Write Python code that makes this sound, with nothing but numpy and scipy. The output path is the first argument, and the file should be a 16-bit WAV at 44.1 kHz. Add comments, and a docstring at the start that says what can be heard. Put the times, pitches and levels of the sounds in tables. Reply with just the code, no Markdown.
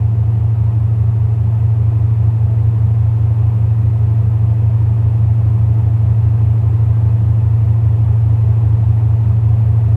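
"""Two diesel exhausts drone on a ship's open steel deck at night: tones on multiples of two unrelated
crank speeds, beating against each other. The second engine's tone dips twice.
Beneath: noise ringing in steelwork and duct resonances, and a broad roar with a thin hiss on top, both
pulsing gently with the main engine. Drone and machinery start 2 dB low and settle.
A faint duct whistle, narrow-band noise, swells three times."""
import sys
import numpy as np
from scipy import signal
from scipy.fft import rfft, irfft, next_fast_len
from scipy.io import wavfile

SR = 44100
rng = np.random.default_rng(int(sys.argv[2]) if len(sys.argv) > 2 else 0)


def wav_out(sig):
    """Save sig, one row per channel (or a flat mono array), as 16-bit PCM at SR to the path in sys.argv[1]."""
    wavfile.write(sys.argv[1], SR, np.round(np.clip(np.atleast_2d(sig).T, -1, 1) * 32767).astype(np.int16))


N = 439236
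TIME_S = np.arange(N) / SR

# exhaust tones of each engine: crank_multiple, level_db (re strongest tone)
MAIN_TONES = [(8, -37.5), (10, -41), (12, -23.5), (14, -8), (16, -12.5), (18, 0.0), (22, -34.5),
              (46, -42.5), (48, -40), (50, -42), (52, -45)]
SECOND_TONES = [(6, -22.5), (7, -23.5), (8, -16), (9, 0), (10, -20.5), (13, -13), (14, -20), (27, -32.5)]
# dips of the second engine's tone: centre_s, length_s, depth_db
SECOND_DIPS = [(1.701, 1.2, 3.5), (4.299, 1.1, 4.5)]
# resonances of plating and ducts: centre_hz, width_hz, peak_db_per_hz (before NOISE_DB)
STEELWORK_RESONANCES = [(186, 15, -49), (211.5, 28, -58), (302.1, 20, -59.5), (379, 7.4, -61.5),
                        (415, 25, -62), (653, 7, -64), (672.3, 55, -65), (723, 16, -68), (747, 85, -69),
                        (830, 20, -68), (866, 37, -65.5), (907, 25, -68.5), (953, 32, -67.5),
                        (1029.7, 35, -68), (1045, 10, -73), (1150, 78, -74.5), (1272, 95, -77),
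                        (1578, 14, -82.5), (1900, 160, -85), (2520, 290, -88.5)]
# roar of exhaust gas and ventilation: freq_hz, level_db_per_hz (before NOISE_DB)
ROAR_SPECTRUM = [(25, -70.5), (38, -66.5), (60, -61.5), (105, -45), (145, -53.5), (175, -56.5),
                 (255, -63.5), (500, -66), (565, -71), (1450, -82.5), (2700, -88), (3500, -94.5),
                 (4900, -101.3), (7000, -116)]
# thin hiss on top: freq_hz, level_db_per_hz (before NOISE_DB)
HISS_SPECTRUM = [(3500, -115), (5700, -104.7), (7200, -102.7), (8400, -101.6), (9700, -104.5),
                 (12000, -105.7), (15500, -105.8)]
# swells of the duct whistle: centre_s, length_s, peak_db
WHISTLE_SWELLS = [(6.35, .3, -62.5), (7.05, 0.34, -60.5), (8.102, .6, -66.5)]

MAIN_TURNS_PER_S, SECOND_TURNS_PER_S = 6.27085, 9.203
MAIN_FIRES_S, SECOND_FIRES_S = 0.0404, 0.0653  # moment of a firing
MAIN_DB, SECOND_DB = -12, -24.5  # settled rms level of the strongest tone
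STACK_HZ, STACK_WIDTH_HZ = 94, 4  # exhaust stack resonance
NOISE_DB = 0.5  # settled offset of roar and ringing
SETTLE_S, DRONE_RISE_DB, NOISE_RISE_DB = 3.6, 2, 2
WHISTLE_HZ, WHISTLE_WIDTH_HZ = 1580, 14
CUTOFF_HZ, EDGE_S = 15450, 0.002


def crank(turns_per_s, fires_s):
    """Crankshaft turns at constant speed, counted from a firing."""
    return turns_per_s * (TIME_S - fires_s)


def exhaust(turns, turns_per_s, tones):
    """Firing pulses leaving one stack: steady tones on multiples of the crank speed."""
    out = np.zeros(N)
    for multiple, level_db in tones:
        # tones well above the stack resonance lag half a cycle behind those well below
        offset_hz = multiple * turns_per_s - STACK_HZ
        lag_rad = np.arctan(offset_hz / (STACK_WIDTH_HZ / 2))
        tone = np.sqrt(2) * np.cos(2 * np.pi * multiple * turns - lag_rad)
        out += from_db(level_db) * tone
    return out


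def drone(main_turns, second_turns):
    """Sum of both exhausts; their unrelated tones beat."""
    dip_db = sum(depth_db * bump(centre_s, length_s) for centre_s, length_s, depth_db in SECOND_DIPS)
    main = from_db(MAIN_DB) * exhaust(main_turns, MAIN_TURNS_PER_S, MAIN_TONES)
    second = from_db(SECOND_DB - dip_db) * exhaust(second_turns, SECOND_TURNS_PER_S, SECOND_TONES)
    return from_db(settling_db(DRONE_RISE_DB)) * (main + second)


def chug(turns, cycle_db, turn_db, firing_db):
    """Gain following the four-stroke cycle (two turns), each turn and the four firings in a turn."""
    angle_rad = 2 * np.pi * turns
    cycle = cycle_db * np.cos(angle_rad / 2)
    turn = turn_db * np.cos(angle_rad)
    firing = firing_db * np.cos(4 * angle_rad)
    return from_db(cycle + turn + firing)


def steelwork():
    """Ceaseless vibration keeps every resonance of plating and ducts ringing."""
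    def gain_at(hz):
        power = 0
        for centre_hz, width_hz, peak_db in STEELWORK_RESONANCES:
            power = power + (from_db(peak_db) * resonance(hz, centre_hz, width_hz)) ** 2
        return np.sqrt(power)
    return noise(gain_at)


def roar():
    """Turbulent flow: noise heavy in the bass, fading into hiss."""
    def spectrum_gain(hz, points):
        points_hz, points_db = np.transpose(points)
        return from_db(np.interp(np.log(hz), np.log(points_hz), points_db))
    return noise(lambda hz: np.hypot(spectrum_gain(hz, ROAR_SPECTRUM), spectrum_gain(hz, HISS_SPECTRUM)))


def machinery(main_turns):
    """Roar and ringing, both pulsing with the main engine."""
    flow = roar() * chug(main_turns, cycle_db=0.16, turn_db=0.13, firing_db=0.25)
    ringing = steelwork() * chug(main_turns, cycle_db=0.26, turn_db=0.13, firing_db=0.25)
    return from_db(NOISE_DB + settling_db(NOISE_RISE_DB)) * (flow + ringing)


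def whistle():
    """Air sings unsteadily in a narrow duct resonance, in soft swells."""
    gain = sum(from_db(peak_db) * bump(centre_s, length_s)
               for centre_s, length_s, peak_db in WHISTLE_SWELLS)
    return gain * rms_one(noise(lambda hz: resonance(hz, WHISTLE_HZ, WHISTLE_WIDTH_HZ)))


def from_db(db):
    """Decibels to gain."""
    return 10 ** (np.asarray(db) / 20)


def settling_db(rise_db):
    """Level that starts rise_db low and creeps exponentially towards 0 dB."""
    return -rise_db * np.exp(-TIME_S / SETTLE_S)


def bump(centre_s, length_s):
    """Smooth rise and fall of height 1, above half height for length_s."""
    return 0.5 ** ((2 * (TIME_S - centre_s) / length_s) ** 2)


def resonance(hz, centre_hz, width_hz):
    """Gain of a resonance passed twice: 1 on top, width at half gain."""
    return 1 / (1 + ((hz ** 2 - centre_hz ** 2) / (hz * width_hz)) ** 2)


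def noise(gain_at):
    """Gaussian noise whose amplitude per root Hz is gain_at(hz)."""
    size = next_fast_len(N, True)
    hz = np.maximum(np.arange(size // 2 + 1) * SR / size, 0.01)  # keeps 0 Hz out of log and division
    spectrum = rfft(rng.standard_normal(size)) * gain_at(hz)
    return irfft(spectrum, size)[:N] * np.sqrt(SR / 2)


def rms_one(x):
    """Scale to rms 1."""
    return x / np.sqrt(np.mean(x ** 2) + 1e-20)


def scene():
    """Beating drone over pulsing machinery noise and a faint whistle."""
    main_turns = crank(MAIN_TURNS_PER_S, MAIN_FIRES_S)
    second_turns = crank(SECOND_TURNS_PER_S, SECOND_FIRES_S)
    return (drone(main_turns, second_turns) + machinery(main_turns) + whistle())[None]


def record(dry):
    """Soften both ends over EDGE_S and cut steeply above CUTOFF_HZ."""
    from_end_s = np.minimum(TIME_S, TIME_S[::-1])
    edges = np.sin(np.pi / 2 * np.minimum(from_end_s / EDGE_S, 1)) ** 2
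    lowpass = signal.ellip(12, 0.1, 90, CUTOFF_HZ, fs=SR, output="sos")
    return signal.sosfilt(lowpass, dry * edges)


dry = scene()
out = record(dry)
wav_out(out)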